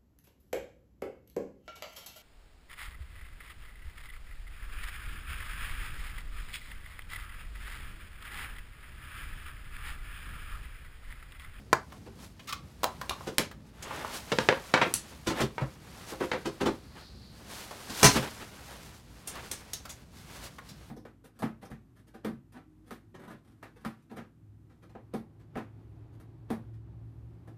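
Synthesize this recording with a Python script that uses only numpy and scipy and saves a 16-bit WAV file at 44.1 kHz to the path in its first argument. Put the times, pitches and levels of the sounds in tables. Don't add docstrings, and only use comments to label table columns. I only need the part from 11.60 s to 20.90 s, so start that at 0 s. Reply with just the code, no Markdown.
import sys
import numpy as np
from scipy import signal
from scipy.fft import rfft, irfft
from scipy.io import wavfile
from scipy.ndimage import uniform_filter1d

SR = 44100
rng = np.random.default_rng(int(sys.argv[2]) if len(sys.argv) > 2 else 0)


def bounce(signal):
    frames = np.transpose(np.atleast_2d(signal))
    limited = np.clip(frames, -1, 1)
    pcm = np.round(limited * 32767).astype(np.int16)
    wavfile.write(sys.argv[1], SR, pcm)


N = 410130
SIZE = 32768
LARGE_CROWD_HZ, SMALL_CROWD_HZ = 4000, 14000

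# t/s, level/dB, firmness/dB, contact/ms, pitch of the spot/Hz, echo/dB
KNOCKS = [(1.788, -30, 3, 7.9, 270, -7), (2.7175, -25.5, 3, 6, 410, -11.5),
          (2.786, -23.5, 3.5, 1.4, 474, -7.5), (2.8877, -20, -4.5, 0.9, 2500, -18),
          (2.8895, -21.5, -7, 2.6, 520, -4.5), (2.9262, -29, -12, 0.61, 980, -6),
          (3.1387, -18.5, -1.5, 2.8, 1130, -6), (3.176, -28.5, -6, 1.7, 1500, -4),
          (3.2135, -21, -4.5, 10, 2190, -8), (3.9808, -33.5, -11, 1.8, 1090, -3),
          (4.7152, -29.5, -3, 3.2, 2000, -4.5)]
# f/Hz, level/dB
PANEL_COLOUR = [(40, -35.5), (130, 2.5), (280, -1.5), (500, -5.5), (1000, -10), (1700, -5.5), (2400, -10),
                (4000, -12), (8000, -27), (15000, -50)]
# f/Hz, width/Hz, boost/dB
PANEL_MODES = [(497, 110, 8.5), (945, 96, 9.5), (1610, 38, 3.1), (2220, 81, 5.8)]

def knocks():
    return strike(blows(KNOCKS, bass_db=-3.5, thump=0.66), PANEL_COLOUR, PANEL_MODES,
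                  spot_db=5.5, spot_q=1.64, bass_hz=328, treble_hz=3580)


# t/s, level/dB, firmness/dB, contact/ms, f/Hz, echo/dB
HATCH_BLOWS = [(6.4295, -16.5, -11, 4.7, 1240, -7), (6.4425, -13, -8.5, 6, 4100, -0.5),
               (6.461, -28, -12.5, 4.3, 630, -10.5)]
# f/Hz, level/dB
HATCH_COLOUR = [(30, -26), (70, 4.5), (200, 0), (500, -12), (1100, -14), (3800, -14.5), (6000, -4),
                (7200, -11.5), (8800, -9), (15000, -23.5)]
# f/Hz, width/Hz, boost/dB
HATCH_MODES = [(414, 13, 11.2), (1010, 25, 7.3), (5780, 20, 6), (6340, 20, 7), (8230, 25, 6)]

def hatch_bang():
    return strike(blows(HATCH_BLOWS, bass_db=3.0, thump=1.3), HATCH_COLOUR, HATCH_MODES,
                  spot_db=4.0, spot_q=4.7, bass_hz=302, treble_hz=3060, ring_db=-3.5)


# t/s, level/dB, firmness/dB, contact/ms, f/Hz, echo/dB
RAP = [(.129, -18, 3.5, 2.24, 980, -15)]
# f/Hz, level/dB
LID_COLOUR = [(50, -26.5), (300, -10), (1000, 1), (2200, -9), (2900, -22.5), (5500, -21), (10000, -29.5),
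              (15000, -35.5)]
# f/Hz, width/Hz, boost/dB
LID_MODES = [(398, 37, 11), (1620, 88, 6.9)]

def lid_rap():
    return strike(blows(RAP, bass_db=5.5, thump=0.4), LID_COLOUR, LID_MODES,
                  spot_db=3.0, spot_q=5.9, bass_hz=330, treble_hz=3000)


# t/s, level/dB, firmness/dB, f/Hz
STEPS = [(.463, -48.5, -3, 450), (1.67, -34, 3.5, 408), (3.257, -35, -21, 340), (3.6692, -27, 8.5, 300),
         (3.701, -30.5, 0, 307), (3.804, -27, 6, 427), (4.012, -36, -8, 556), (4.52, -39.5, -14, 427),
         (4.608, -28.5, -11, 430), (4.731, -32, -8, 480), (4.855, -30.5, 3, 375), (5.009, -28, -2.5, 367),
         (5.059, -26, -1.5, 330), (5.072, -31, -22, 280), (6.296, -40.5, 15, 278), (6.556, -25.5, 6, 240)]
# f/Hz, level/dB
FLOOR_COLOUR = [(40, -8), (130, 0.5), (300, -1), (550, -5.5), (1000, -5), (2000, -13), (4000, -17),
                (8000, -25.5), (15000, -39)]
# f/Hz, width/Hz, boost/dB
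FLOOR_MODES = [(220, 15, 6.7), (329.5, 18, 6.7), (399, 18, 6.5), (519.7, 16, 10.1)]

def steps(contact_ms=13.5, echo_db=-10):
    rows = [(s, db, firm_db, contact_ms, hz, echo_db) for s, db, firm_db, hz in STEPS]
    return strike(blows(rows, bass_db=-1, thump=0.54), FLOOR_COLOUR, FLOOR_MODES,
                  spot_db=7.5, spot_q=3.2, bass_hz=170, treble_hz=3020)


# t/s, level/dB, firmness/dB, f/Hz
TAPS = [(0.321, -50, -7, 1450), (0.794, -52, -8, 2800), (1.2323, -31, -3, 930), (1.2413, -26, 0.5, 950),
        (1.4135, -38, -3.5, 1510), (1.506, -36, -21, 1080), (1.606, -45.5, -22, 890),
        (1.912, -49.5, -2.5, 1650), (2.307, -39.5, -30, 1170), (2.447, -37, -20, 1040),
        (6.11, -44, -8, 744), (7.754, -44.5, -5, 835), (8.253, -46, 2, 1320), (8.984, -46, -8.5, 1710)]
# f/Hz, level/dB
FITTING_COLOUR = [(60, -23), (200, -9), (500, -3), (1100, -8), (1900, -8.5), (4000, -3.5), (8000, -10),
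                  (15000, -12)]
# f/Hz, width/Hz, boost/dB
FITTING_MODES = [(1073, 160, 8.7)]

def taps(echo_db=-10):
    rows = [(s, db, firm_db, touch_ms(db), hz, echo_db) for s, db, firm_db, hz in TAPS]
    return strike(blows(rows, bass_db=0.5, thump=0.12), FITTING_COLOUR, FITTING_MODES, spot_db=14.5,
                  spot_q=2.0, bass_hz=605, treble_hz=2400, crowd_hz=SMALL_CROWD_HZ, ring_db=6.0)


# t/s, level/dB, firmness/dB, contact/ms, f/Hz, echo/dB
CLICKS = [(1.4948, -33.5, -5, 1.4, 3700, -6), (1.7831, -23.5, 1.5, 0.4, 2600, -8),
          (2.224, -43, -4, 9.3, 6500, -15), (3.3393, -27, 7, 1, 9000, -3), (7.673, -38.5, 2, 5, 9700, 0.5),
          (7.914, -35.5, 0.5, 2.7, 8340, -2), (8.133, -36, 7.5, 3.4, 5900, -4.5),
          (8.292, -44, -0.5, 16, 6750, -12), (9.089, -51.5, 0, 10, 4960, -6)]
# f/Hz, level/dB
CATCH_COLOUR = [(200, -5), (1000, -9), (3500, -8), (12000, -11.5), (16000, -21)]
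# f/Hz, width/Hz, boost/dB
CATCH_MODES = [(9840, 650, 1.7)]

def clicks():
    return strike(blows(CLICKS, bass_db=2.0, thump=0.13), CATCH_COLOUR, CATCH_MODES,
                  spot_db=8.5, spot_q=2.8, bass_hz=600, treble_hz=3650, crowd_hz=SMALL_CROWD_HZ)


# t/s, level/dB, length/ms
SLIPS = [(0.872, -43, 16), (0.889, -39.5, 10), (0.9254, -34.5, 4.8)]
# f/Hz, level/dB
SLIP_COLOUR = [(700, -12), (1150, -9), (2500, -1.5), (4500, -4), (12000, -16)]
# f/Hz, width/Hz, boost/dB
SLIP_MODES = [(1144, 100, 14.3)]

def squeaks(pitch_hz=1217, echo_db=-10):
    rows = [(s, db, 0, ms, pitch_hz, echo_db) for s, db, ms in SLIPS]
    return strike(blows(rows, bass_db=-1, thump=0), SLIP_COLOUR, SLIP_MODES,
                  spot_db=10.0, spot_q=8.6, bass_hz=398, treble_hz=2200)


def touch_ms(db, ordinary_ms=1.7, ordinary_db=-29.5, doubling_db=11.5, longest_ms=7):
    return min(ordinary_ms * 2 ** ((ordinary_db - db) / doubling_db), longest_ms)


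def blows(rows, bass_db, thump):
    return [(s, db, bass_db + thump * firm_db, firm_db, ms, hz, echo_db)
            for s, db, firm_db, ms, hz, echo_db in rows]


def strike(rows, colour, modes, spot_db, spot_q, bass_hz, treble_hz,
           crowd_hz=LARGE_CROWD_HZ, ring_db=0.0, grit=0.32, flight_s=0.0056):
    t, hz = np.arange(SIZE) / SR, np.fft.rfftfreq(SIZE, 1 / SR)
    body_db = over_hz(colour, hz) + sum(resonance(hz, *mode) for mode in modes)
    bass = 1 / (1 + (hz / bass_hz) ** 4)
    treble = 1 - 1 / (1 + (hz / treble_hz) ** 4)
    ringing = undb(ring_db / (1 + (hz / 1400) ** 4))
    out, onset = np.zeros(N), int(.025 * SR)
    for s, db, bass_db, treble_db, contact_ms, spot_hz, echo_db in rows:
        contact_s = contact_ms / 1000
        contacts = rng.standard_normal(SIZE) * np.exp(grit * rng.standard_normal(SIZE))
        force = contacts * np.sqrt(t) * np.exp(-np.minimum(t / contact_s, 50))
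        force = causal(force, 1 / broad_gain(force))
        echo = undb(echo_db) * cockpit_echo(flight_s + contact_s, ringing)
        force = force / np.linalg.norm(force) + echo
        spot = resonance(hz, spot_hz, spot_hz / spot_q, spot_db)
        tone_db = body_db + spot + bass_db * bass + treble_db * treble + ripple(hz, crowd_hz)
        sound = causal(force, undb(tone_db) / broad_gain(force))
        add(out, s, sound * undb(db) / rms(sound[:onset]))
    return out


def ripple(hz, crowd_hz, size_db=4.5, count=170):
    sparse = hz / (hz + 250) / np.hypot(1, hz / crowd_hz)
    strengths = rng.uniform(-0.92, 1, count) * np.sqrt(3)
    return size_db * sparse * np.interp(np.sqrt(hz / hz[-1]), np.linspace(0, 1, count), strengths)


# f/Hz, time to fade by 60 dB/s
ECHO_FADES = [(100, 0.29), (500, 0.24), (5000, 0.22), (14000, 0.13)]

def cockpit_echo(build_s, colour):
    t, hz = np.arange(SIZE) / SR, np.fft.rfftfreq(SIZE, 1 / SR)
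    spectrum, tail = colour * rfft(rng.standard_normal(SIZE)), 0
    centres, fades = np.transpose(ECHO_FADES)
    for share, fade_s in zip(np.eye(len(centres)), fades):
        band = irfft(spectrum * np.interp(np.log(hz + 1), np.log(centres), share))
        tail = tail + band * np.exp(-np.log(1000) * t / fade_s)
    tail = tail * (1 - np.exp(-(t / build_s) ** 2))
    return tail / np.linalg.norm(tail)


# t/s, strength/dB
BOOMS = [(0.127, -42), (3.83, -33), (4.016, -29.5), (6.444, -19.5), (6.588, -36)]
# f/Hz, gain/dB, time to fade by 60 dB/s
HULL_MODES = [(59, -5.5, 0.26), (133, 12.5, 0.14), (106.4, 4, 0.024)]

def hull_booms(push_s=0.0078):
    t, out = np.arange(SIZE) / SR, np.zeros(N)
    ring = sum(undb(db) * np.sin(2 * np.pi * hz * t) * np.exp(-np.log(1000) * t / fade_s)
               for hz, db, fade_s in HULL_MODES)
    for s, db in BOOMS:
        add(out, s, undb(db) * ring * (1 - np.exp(-(t / push_s) ** 2)))
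    return out


# t/s, level/dB
STIR = [(0, -68.5), (1.09, -67.5), (1.68, -58), (1.96, -73), (2.2, -71), (2.39, -56), (2.76, -52),
        (3.55, -60), (3.99, -66), (4.41, -58), (5.2, -66.5), (5.72, -67.5), (6.02, -53.5), (6.55, -51),
        (6.93, -59), (7.14, -52.5), (7.48, -66.5), (7.87, -56.5), (8.46, -68.5), (8.74, -55), (9.0, -64),
        (9.3, -65)]
# peak t/s, half length/s, level/dB
SWISHES = [(0.634, 0.029, -52.5), (2.555, 0.033, -40.5), (4.507, 0.027, -46.5), (5.974, 0.064, -47),
           (6.473, 0.081, -34.5), (8.851, 0.02, -45)]
# peak t/s, half length/s, level/dB
SCUFFS = [(2.373, 0.1, -40.5), (3.807, 0.033, -33.5), (4.643, 0.019, -39.5), (5.39, 0.033, -50),
          (6.574, 0.015, -26), (6.64, 0.029, -38.5), (6.82, 0.019, -43.5), (7.776, 0.054, -45.5)]
# f/Hz, level/dB
RUB_COLOUR = [(100, -3), (300, 3.5), (900, 3.5), (1700, 1), (3500, -6.5), (8000, -36.5)]
# f/Hz, level/dB
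FIBRE_COLOUR = [(2000, -3), (4500, 0.5), (8000, -4), (12000, -6.5), (16000, -15.5)]

def clothes_and_shoes(uneven_db=1.5, landing_half_s=0.0043, landing_db=-11.5):
    stir = undb(over_time(STIR) + uneven_db * wander(18)) ** 2
    sleeves = sum(swell(*swish) for swish in SWISHES)
    shoes = sum(swell(*scuff) for scuff in SCUFFS)
    shoes += sum(swell(s, landing_half_s, db + landing_db) for s, db, *_ in STEPS)
    rub_power = shoes + stir * undb(3) ** 2 + sleeves * undb(-4) ** 2
    hiss_power = sleeves + stir * undb(2) ** 2 + shoes * undb(-11) ** 2
    dragging, catching, fibres = wander(70), wander(45), wander(900)
    dull = noise(RUB_COLOUR) * np.sqrt(rub_power) * undb(uneven_db * dragging)
    fine = noise(FIBRE_COLOUR) * np.sqrt(hiss_power) * undb(uneven_db * (fibres + catching / 2))
    return dull + fine


# f/Hz, level/dB
HARBOUR_COLOUR = [(20, -43), (35, -18.5), (55, 1), (110, -4.5), (200, -6.5), (350, -16.5), (2000, -42),
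                  (15000, -71)]

def harbour(level_db=-51, fade_db=-2):
    flutter = undb(1.2 * wander(14))
    return noise(HARBOUR_COLOUR) * flutter * undb(level_db + fade_db * np.linspace(0, 1, N))


# t/s, level/dB
FAR_HISS = [(3.8, -82.5), (5.65, -60.5), (6.0, -79)]

def far_hiss(centre_hz=4350, width_hz=600, waver_db=-2.0):
    hz = np.fft.rfftfreq(N, 1 / SR)
    hiss = irfft(rfft(rng.standard_normal(N)) / (1 + ((hz - centre_hz) / width_hz) ** 2), N)
    return hiss / rms(hiss) * undb(over_time(FAR_HISS) + waver_db * wander(12))


def undb(db):
    return 10 ** (np.asarray(db) / 20)


def rms(x):
    return np.sqrt(np.mean(x ** 2))


def over_hz(points, hz):
    at, value = np.transpose(points)
    return np.interp(np.log(hz + 1), np.log(at), value)


def over_time(points):
    return np.interp(np.arange(N) / SR, *np.transpose(points))


def resonance(hz, centre, width, db):
    return 10 * np.log10(1 + (undb(db) ** 2 - 1) / (1 + (2 * (hz - centre) / width) ** 2))


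def causal(x, gain):
    cepstrum = irfft(np.log(gain + 1e-9))
    cepstrum[1:SIZE // 2] *= 2
    cepstrum[SIZE // 2 + 1:] = 0
    return irfft(rfft(x) * np.exp(rfft(cepstrum)))


def broad_gain(x):
    total = np.cumsum(np.abs(rfft(x)) ** 2)
    k = np.arange(len(total))
    lo, hi = np.maximum(k - k // 9 - 20, 0), np.minimum(k + k // 9 + 20, k[-1])
    return np.sqrt((total[hi] - total[lo]) / (hi - lo))


def noise(colour):
    gain = undb(over_hz(colour, np.fft.rfftfreq(N, 1 / SR)))
    x = irfft(rfft(rng.standard_normal(N)) * gain, N)
    return x / rms(x)


def wander(rate):
    k = max(int(SR / rate), 1)
    held = np.repeat(rng.standard_normal(N // k + 1), k)
    x = uniform_filter1d(uniform_filter1d(held, k), k)[:N]
    return x / rms(x)


def swell(s, half_s, db):
    return undb(db) ** 2 * np.exp(-np.minimum(((np.arange(N) / SR - s) / half_s) ** 2, 50))


def add(out, s, sound):
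    start = int(s * SR)
    out[start:start + len(sound)] += sound[:N - start]


def scene():
    struck = lid_rap() + knocks() + steps() + taps() + clicks() + squeaks() + hatch_bang()
    return (struck + hull_booms() + clothes_and_shoes() + harbour() + far_hiss())[None]


def record(dry):
    rounded = 1.1 * np.tanh(dry / 1.1)
    return signal.sosfilt(signal.ellip(10, .2, 80, 15900, fs=SR, output="sos"), rounded)


dry = scene()
out = record(dry)
bounce(out)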